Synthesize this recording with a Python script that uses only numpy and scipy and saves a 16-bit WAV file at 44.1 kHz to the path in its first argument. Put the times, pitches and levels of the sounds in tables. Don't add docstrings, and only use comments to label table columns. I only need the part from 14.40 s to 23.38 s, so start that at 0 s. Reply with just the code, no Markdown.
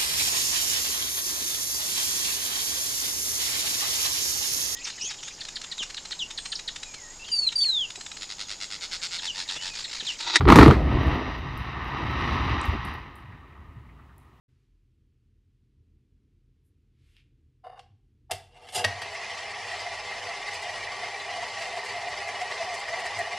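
import sys
import numpy as np
from scipy import signal
from scipy.fft import rfft, irfft
from scipy.io import wavfile
from scipy.ndimage import uniform_filter1d, map_coordinates

SR = 44100
rng = np.random.default_rng(int(sys.argv[2]) if len(sys.argv) > 2 else 0)


def put_to_file(sound):
    columns = np.atleast_2d(sound).T
    safe = np.clip(columns, -1, 1)
    whole_steps = np.round(safe * 32767)
    wavfile.write(sys.argv[1], SR, whole_steps.astype(np.int16))


N = 396018
TIME = np.arange(N) / SR
RESPONSE_SAMPLES = 32768
LANDS_S = 4.45


def undb(db):
    return 10 ** (np.asarray(db) / 20)


def unit(x):
    return x / np.sqrt(np.mean(x ** 2))


def even(x, span_s):
    return x / np.sqrt(np.abs(uniform_filter1d(x ** 2, int(span_s * SR))) + 1e-6)


def curves(table):
    times_s, *columns = np.transpose(table)
    return [np.interp(TIME, times_s, column) for column in columns]


def swell(time_s, width_s):
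    return np.exp(-((TIME - time_s) / width_s) ** 2 / 2)


def walk(rate_hz):
    return np.interp(TIME * rate_hz, np.arange(4096), rng.standard_normal(4096)) * np.sqrt(3 / 2)


def cut(x, hz, kind, order=2):
    return signal.sosfilt(signal.butter(order, min(hz, .45 * SR), kind, fs=SR, output="sos"), x)


def convolve(x, response):
    return signal.oaconvolve(x, response)[:N]


def ring(modes):
    freq = np.maximum(np.arange(RESPONSE_SAMPLES // 2 + 1) * SR / RESPONSE_SAMPLES, 1)
    power = sum(undb(db) ** 2 / (1 + ((freq / hz - hz / freq) * hz / width_hz) ** 2) ** 2
                for hz, width_hz, db in modes)
    cepstrum = irfft(np.log(power + 1e-9))
    cepstrum[RESPONSE_SAMPLES // 2:] = 0
    cepstrum[0] = 0
    response = irfft(np.exp(rfft(cepstrum)))
    return response / np.linalg.norm(response)


def bumps(per_s, spread_db):
    hits = rng.random(N) < per_s / SR
    return unit(hits * rng.choice([-1, 1], N) * undb(spread_db * rng.standard_normal(N)))


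def knocks(table):
    force, t = np.zeros(N), TIME[:8192]
    for start_s, db, chatter_s, corner_hz in table:
        spectrum = rfft(rng.standard_normal(len(t)) * np.exp(-t / chatter_s))
        white = irfft(spectrum / np.abs(spectrum))
        blow = white * np.exp(-t / chatter_s / 4)
        blow *= np.sqrt(chatter_s * SR / 2) / np.linalg.norm(blow)
        start = int(start_s * SR)
        force[start:start + len(t)] += undb(db) * cut(blow, corner_hz, "low")
    return force


def nodes(x, depth_db, rate_hz, spacing_hz):
    hz, times_s, spectrum = signal.stft(x, SR, nperseg=1024, noverlap=768)
    shapes = rng.standard_normal((512, 1024))
    positions = np.meshgrid(hz / spacing_hz, times_s * rate_hz, indexing="ij")
    coupling = map_coordinates(shapes, positions, order=2, mode="wrap")
    gain = unit(undb(depth_db * np.clip(coupling, -2, 2)))
    return signal.istft(spectrum * gain, SR, nperseg=1024, noverlap=768)[1][:N]


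def throbs(table, wander_hz, flutter_db):
    drift_cycles = np.cumsum(wander_hz * walk(140)) / SR
    bursts = np.zeros(N)
    for time_s, db, width_s, hz in table:
        near = np.abs(TIME - time_s) < 4 * width_s
        t = TIME[near] - time_s
        envelope = undb(db) * np.exp(-(t / width_s) ** 2 / 2)
        bursts[near] += envelope * np.sin(2 * np.pi * (hz * t + drift_cycles[near]))
    return bursts * undb(flutter_db * walk(170))


def ventilation():
    # frequency_hz, density_db
    noise_spectrum = [(20, -39), (30, -20), (40, 5), (56, -14.5), (80, 1), (100, -9), (125, -2.5),
                      (160, -18), (280, -19), (440, -27.5), (600, -47.5), (2800, -44), (6000, -51.5),
                      (13000, -60.5)]
    hz, db = np.transpose(noise_spectrum)
    freq = np.maximum(np.arange(N // 2 + 1) * SR / N, 1)
    gain = undb(np.interp(np.log(freq), np.log(hz), db))
    noise = unit(irfft(rfft(rng.standard_normal(N)) * gain, N))
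    upper_rumble = cut(cut(noise, 170, "high", order=1), 500, "low", order=1)
    return undb(-63) * (noise + 0.25 * walk(5.0) * upper_rumble)


def reverberation(x, low_t60_s=0.38, treble_t60_s=0.18):
    t, noise = TIME[:RESPONSE_SAMPLES], rng.standard_normal(RESPONSE_SAMPLES)
    low = cut(noise, 4000, "low", order=1)
    tail = low * undb(-60 * t / low_t60_s) + (noise - low) * undb(-60 * t / treble_t60_s)
    tail *= np.clip((t - .003) / 0.00034, 0, 1)
    return convolve(x, tail / np.linalg.norm(tail))


def stand(shaking):
    # pitch_hz, width_hz, level_db
    stand_modes = [(77.7, 8.5, -10.5), (93.4, 9.1, 1), (104.5, 10.5, 3), (122.7, 13.4, -7.5),
                   (135.1, 4.2, 0.5), (160, 17, -12), (195.5, 16.5, -8.5), (250, 18, -10.5),
                   (343, 41, -13.5)]
    # time_s, level_db, width_s
    jolts = [(3.507, -62.5, 0.002), (3.926, -48.5, 0.0024), (4.375, -46.5, 0.00059), (4.451, -44.5, 0.002),
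             (8.768, -57, 0.0016)]
    pushes = sum(undb(db) * swell(time_s, width_s) for time_s, db, width_s in jolts)
    return convolve(shaking + pushes, ring(stand_modes))


def fingers():
    # time_s, level_db, width_s, centre_hz, width_hz
    shifts = [(.16, -86, 0.14, 1780, 4350), (2.27, -83, 0.02, 10900, 6000), (2.70, -76, 0.084, 2550, 3000),
              (2.72, -84, 0.066, 8000, 8000), (2.767, -52, 0.0006, 2620, 2480),
              (2.785, -67, 0.028, 2660, 1530), (3.386, -73, 0.0072, 5000, 4000),
              (3.43, -81, 0.026, 3580, 4000)]
    brushing = np.zeros(N)
    for time_s, db, width_s, centre_hz, width_hz in shifts:
        friction = rng.standard_normal(N) * swell(time_s, width_s)
        brushing += undb(db) * convolve(friction, ring([(centre_hz, width_hz, 0)]))
    return cut(brushing, 690, "high", order=4)


def slot_scrape():
    # pitch_hz, width_hz, level_db
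    held_modes = [(495, 85, -11), (600, 50, -18), (748, 150, -6.5), (1064, 150, -12), (1280, 520, -20),
                  (1770, 80, -19), (2040, 97, -24), (2160, 67, -27), (2860, 170, -20), (3670, 220, -28.5),
                  (4430, 110, -43), (4720, 420, -33), (4980, 200, -36), (5650, 350, -47), (6500, 700, -52),
                  (9100, 1300, -48), (10500, 1000, -48)]
    # time_s, level_db, width_s, pitch_hz
    slips = [(3.247, -44, 0.0046, 735), (3.269, -41, 0.0085, 730), (3.3, -45, .004, 745),
             (3.333, -47, .005, 755), (3.379, -47, 0.0034, 814), (3.395, -45.5, .004, 730),
             (3.905, -37.5, 0.0039, 770), (3.9158, -30, 0.0016, 810), (3.926, -33, 0.0031, 754)]
    rub = undb(-55.5) * ((TIME > 3.24) & (TIME < 3.402))
    grit = undb(-6) * sum(undb(db) * swell(time_s, width_s) for time_s, db, width_s, _ in slips)
    rasp = convolve(bumps(1200, spread_db=2) * np.hypot(rub, grit), ring(held_modes))
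    return rasp + throbs(slips, wander_hz=60.1, flutter_db=2)


def chute():
    # pitch_hz, width_hz, level_db
    chute_modes = [(403, 77, -12.5), (484.5, 21, -0.5), (722, 150, -1), (832, 105, -2.5), (1080, 150, -13),
                   (1243, 94, -15), (1630, 97, -11.5), (2085, 240, -9), (2020, 1700, -16.5),
                   (2710, 120, -9), (2820, 290, -4.5), (3180, 150, -9.5), (3480, 190, -10.5),
                   (3260, 980, -11.5), (3870, 150, -9), (4420, 110, -6), (4940, 180, -8), (5000, 2200, -17),
                   (5600, 190, -11.5), (5960, 130, -18), (7100, 3200, -18), (9000, 2400, -14),
                   (11400, 2850, -21)]
    # time_s, level_db, sharpness (0 to 1)
    descent = [(4.09, -62, 0), (4.14, -51.5, 0), (4.166, -43, 0), (4.19, -47.5, 0), (4.29, -39.5, 0.14),
               (4.32, -53, 1), (4.357, -26, 1), (4.399, -27, 0.33), (4.445, -38, 0)]
    # start_s, level_db, chatter_s, corner_hz
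    rattles = [(3.393, -44.5, 0.0095, 4860), (3.9103, -27.5, 0.004, 15000), (3.9135, -24, 0.0059, 15000),
               (3.918, -27, 0.0065, 12000), (3.934, -38, 0.008, 12000), (4.288, -40, 0.0095, 6000),
               (4.324, -43, .01, 12000), (4.36, -30, 0.0021, 12000), (4.392, -29, 0.0054, 8000)]
    db, sharpness = curves(descent)
    descending = (TIME > descent[0][0]) & (TIME < descent[-1][0])
    rim = bumps(1800, spread_db=0.5)
    soft = cut(rim, 900, "low", order=1)
    roll = (soft + sharpness * (rim - soft)) * undb(db) * descending
    drag_s, drag_db, chatter_s, drag_hz = 3.9118, -21.5, 0.0084, 930
    drag = cut(knocks([(drag_s, drag_db, chatter_s, 2 * drag_hz)]), drag_hz, "low", order=4)
    roll = cut(nodes(roll, depth_db=4.2, rate_hz=60, spacing_hz=130), 11600, "low", order=6)
    blows = drag + knocks(rattles)
    response = ring(chute_modes)
    return convolve(roll, response), convolve(blows, response), roll + blows


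def landing():
    # start_s, level_db, chatter_s, corner_hz
    blows = [(4.442, -18, 0.0071, 6000), (4.4463, -13.5, 0.0048, 12100), (4.453, -19.5, 0.0018, 12000),
             (4.618, -30.5, 0.012, 14000)]
    # pitch_hz, width_hz, level_db
    struck_modes = [(487, 120, -6), (691, 110, 3), (845, 130, -2), (1170, 140, -2), (1626, 190, -4.5),
                    (1870, 120, 6), (1950, 75, -2), (2264, 120, -3.5), (2590, 120, -0.5), (2840, 290, -5),
                    (3230, 88, 0.5), (3574, 110, -5.5), (3890, 150, -7), (4100, 90, -16), (4600, 100, -2.5),
                    (4740, 170, -22), (5200, 98, -7.5), (5900, 160, -8), (4200, 3200, -15),
                    (8040, 2700, -20.5), (10200, 2200, -22)]
    force = knocks(blows)
    return convolve(force, ring(struck_modes)), force


def rim_load(spin_hz, wobble_db, flutter_db):
    turn = 2 * np.pi * np.cumsum(spin_hz * (1 + 0.069 * walk(3.5))) / SR
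    load_db = wobble_db * (np.sin(turn) + 0.28 * np.sin(2 * turn)) + flutter_db * walk(60)
    settling_db = -2 * swell(LANDS_S, width_s=0.35)
    landed = np.clip((TIME - LANDS_S) / 0.048, 0, 1)
    return undb(load_db + settling_db) * landed


def specks(load):
    # time_s, level_db
    crushed = [(4.622, -67), (4.986, -62), (6.145, -42.5), (6.228, -48), (7.222, -54), (7.493, -54),
               (7.694, -50), (7.885, -49), (8.015, -48), (8.347, -45.5), (8.4, -47.5), (8.602, -49),
               (8.664, -45), (8.792, -42)]
    dust = load * undb(-67 + 5 * walk(35))
    crunches = sum(undb(db) * swell(time_s, 0.0066) for time_s, db in crushed)
    grit = bumps(8000, spread_db=0.5)
    return convolve(grit * (dust + undb(-3.5) * crunches), ring([(7620, 2600, 0)]))


def pings(modes, per_s=55, width_s=.006, detune_hz=18, spread_db=5):
    count = int((N / SR - LANDS_S) * per_s)
    hz, width_hz, db = np.transpose(modes)
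    cumulative_energy = np.cumsum(undb(db) ** 2 * width_hz)
    bursts = []
    for k, (late, pick, size, detune) in enumerate(rng.random((count, 4))):
        mode = np.searchsorted(cumulative_energy, pick * cumulative_energy[-1])
        pitch_hz = hz[mode] + detune_hz * (2 * detune - 1)
        bursts.append((LANDS_S + (k + late) / per_s, spread_db * size, width_s, pitch_hz))
    return even(throbs(bursts, wander_hz=25, flutter_db=.8), span_s=.1)


def bowl(load):
    # pitch_hz, width_hz, level_db
    modes = [(208.6, 99, -22.5), (292.4, 9.6, -20), (410.8, 55, -12), (492.6, 63, -11.5), (619, 110, -11.5),
             (694.5, 129, -10), (803, 49, -2), (882, 346, -11), (996, 64, -9), (1138.5, 55, -7.5),
             (1354, 420, -22.5), (1782, 500, -14), (1894, 225, -5), (1967, 92, -2.5), (2079, 78, 2),
             (2270, 260, -13), (2368, 114, -11.5), (2630, 97, -17.5), (2526, 1230, -12), (2900, 80, -10),
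             (3170, 52, -17.5), (3100, 790, -21.5), (3552, 96, -14), (3870, 49, -18), (4110, 570, -19),
             (4520, 92, -14), (4360, 260, -26.5), (4950, 1810, -18.5), (6350, 720, -25),
             (7500, 1950, -29.5), (9200, 3000, -34.5)]
    # time_s, laps_per_s
    lap_rates = [(4.45, 2.049), (5.5, 2.438), (7, 2.854), (8.98, 3.406)]
    # time_s, width_s, wall_boost_db, fine_boost_db
    leans = [(4.758, .008, 7, 3), (4.846, .012, 4, 3), (4.908, .01, 4.5, 4), (4.981, 0.0089, 1, 2.5),
             (5.279, .007, 1, 2), (5.333, 0.019, 2.5, 2.5), (5.401, 0.0063, 0, 2.5),
             (5.468, 0.0074, 3, 0.5), (5.708, .01, 5.5, -0.5), (5.738, 0.0061, 3.5, 1),
             (6.082, 0.0082, 4.5, 1.5), (6.094, 0.0072, 5.5, 0.5), (6.153, .012, -1.5, 3.5),
             (6.438, .018, 1, 4), (6.48, 0.0046, 6, -2), (6.634, .0079, 6.5, 1.5), (7.025, 0.0065, 3, 0),
             (7.223, 0.0096, 1, 5), (7.435, 0.0057, 4.5, -3), (7.496, .008, -1, 2.3),
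             (7.52, 0.014, 4.5, 2.5), (7.892, 0.0069, 6, 2), (8.02, 0.0047, 4.5, 5), (8.214, 0.015, 2, 4),
             (8.332, 0.0075, 2.5, 1), (8.478, .012, 2.5, 1), (8.545, 0.011, 7.5, 1.5),
             (8.667, .009, 5, 2.3), (8.798, 0.015, 6.5, 1.5), (8.852, 0.0074, 6, -0.5),
             (8.93, 0.0075, 3, 3)]
    # time_s, level_db, width_s, pitch_hz
    hollow_throbs = [(4.45, -20, .004, 660), (4.472, -36, 0.014, 690), (4.512, -38, 0.025, 691),
                     (4.567, -42, .017, 700), (4.746, -39.5, .015, 692), (4.809, -43, .016, 695),
                     (4.904, -41, 0.018, 700), (5.178, -37.5, 0.015, 705), (5.343, -34.5, 0.015, 709),
                     (5.473, -31, .011, 698), (5.51, -41, .02, 681), (5.77, -36, .01, 688),
                     (5.897, -31.5, 0.013, 694), (5.999, -37, 0.0083, 699), (6.276, -34.5, 0.023, 711),
                     (6.367, -43, 0.023, 682), (6.47, -41, .011, 697), (6.531, -38, 0.011, 707),
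                     (6.637, -29.5, 0.0058, 710), (6.671, -38, 0.01, 720), (6.741, -42, 0.013, 712),
                     (6.9, -34.5, 0.019, 685), (6.944, -37, 0.008, 710), (6.99, -29, 0.0086, 704),
                     (7.031, -30.5, 0.012, 690), (7.225, -34, 0.011, 685), (7.285, -38.5, .013, 720),
                     (7.34, -34, 0.01, 700), (7.374, -30, 0.011, 712), (7.568, -32, 0.02, 692),
                     (7.639, -36, 0.0081, 687), (7.68, -29.5, 0.012, 712), (7.883, -33, 0.022, 673),
                     (7.958, -31.5, 0.0095, 710), (8.024, -26.5, 0.0088, 722), (8.215, -25.5, 0.011, 682),
                     (8.285, -32, 0.011, 734), (8.333, -29.5, 0.018, 689), (8.488, -37.5, 0.017, 662),
                     (8.536, -30, 0.01, 683), (8.578, -33, 0.011, 748), (8.635, -32.5, 0.013, 708),
                     (8.669, -31.5, .011, 703), (8.803, -25.5, 0.011, 695), (8.878, -31, .01, 691),
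                     (8.94, -30.5, 0.017, 706)]
    age_s = np.maximum(TIME - LANDS_S, 0)
    laps = np.cumsum(curves(lap_rates)[0] * (age_s > 0)) / SR
    hollow_db = -49.5 + 2 * np.cos(2 * np.pi * (laps - 0.17))
    bending_db = -43.5 + 0.75 * age_s
    wall_db = -41.5 + 0.52 * age_s + 0.7 * np.cos(4 * np.pi * (laps - 0.39))
    fine_db = -41 + 0.22 * age_s
    for time_s, width_s, wall_boost_db, fine_boost_db in leans:
        lean = swell(time_s, width_s)
        wall_db += wall_boost_db * lean
        fine_db += fine_boost_db * lean

    hollow_modes = [m for m in modes if 650 < m[0] < 750]
    bending_modes = [m for m in modes if m[0] < 1250 and m not in hollow_modes]
    wall_modes = [m for m in modes if 1700 < m[0] < 2160]
    strong_wall_modes = [m for m in wall_modes if m[2] > -11]
    fine_modes = [m for m in modes if m not in hollow_modes + bending_modes + wall_modes]

    rim = bumps(7000, spread_db=1.5)
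    hollow = convolve(rim, ring(hollow_modes))
    bending = nodes(convolve(rim, ring(bending_modes)), depth_db=2.6, rate_hz=22, spacing_hz=70)
    wall = nodes(convolve(rim, ring(wall_modes)), depth_db=3.3, rate_hz=36, spacing_hz=65)
    wall += undb(-1) * pings(strong_wall_modes)
    fine = nodes(convolve(rim, ring(fine_modes)), depth_db=4.0, rate_hz=40, spacing_hz=85)
    shell = (undb(hollow_db) * even(hollow, span_s=.03)
             + undb(bending_db) * even(bending, span_s=.1)
             + undb(wall_db) * even(wall, span_s=.07)
             + undb(fine_db) * cut(even(fine, span_s=.06), 10950, "low", order=8))
    throbbing = throbs(hollow_throbs, wander_hz=18, flutter_db=1.5)
    return load * shell + throbbing, load * rim * undb(fine_db)


def scene():
    running, rattling, chute_force = chute()
    strike, strike_force = landing()
    seating = slot_scrape()
    load = rim_load(spin_hz=18.0, wobble_db=0.63, flutter_db=0.78)
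    rolling, rolling_force = bowl(load)
    shaking = undb(-22.5) * chute_force + undb(-16) * strike_force + undb(-20.5) * rolling_force
    launch = fingers() + running + rattling + strike
    near = rolling + stand(shaking) + specks(load)
    into_room = launch + undb(-6) * seating + undb(-5) * near
    mid = launch + seating + near + undb(-8.5) * reverberation(into_room) + ventilation()
    echoes = reverberation(near + undb(-8.5) * running + undb(-12) * launch)
    treble = cut(cut(echoes, 4610, "high", order=20), 5500, "high")
    side = undb(-4.5) * cut(treble, 8900, "low", order=4)
    return np.array([mid + side, mid - side])


def record(dry):
    start_s, top_hz = .08, 13000
    fade_in = np.clip((TIME - start_s) / .01, 0, 1)
    return signal.sosfilt(signal.ellip(8, .2, 70, top_hz, fs=SR, output="sos"), dry * fade_in)


dry = scene()
out = record(dry)
put_to_file(out)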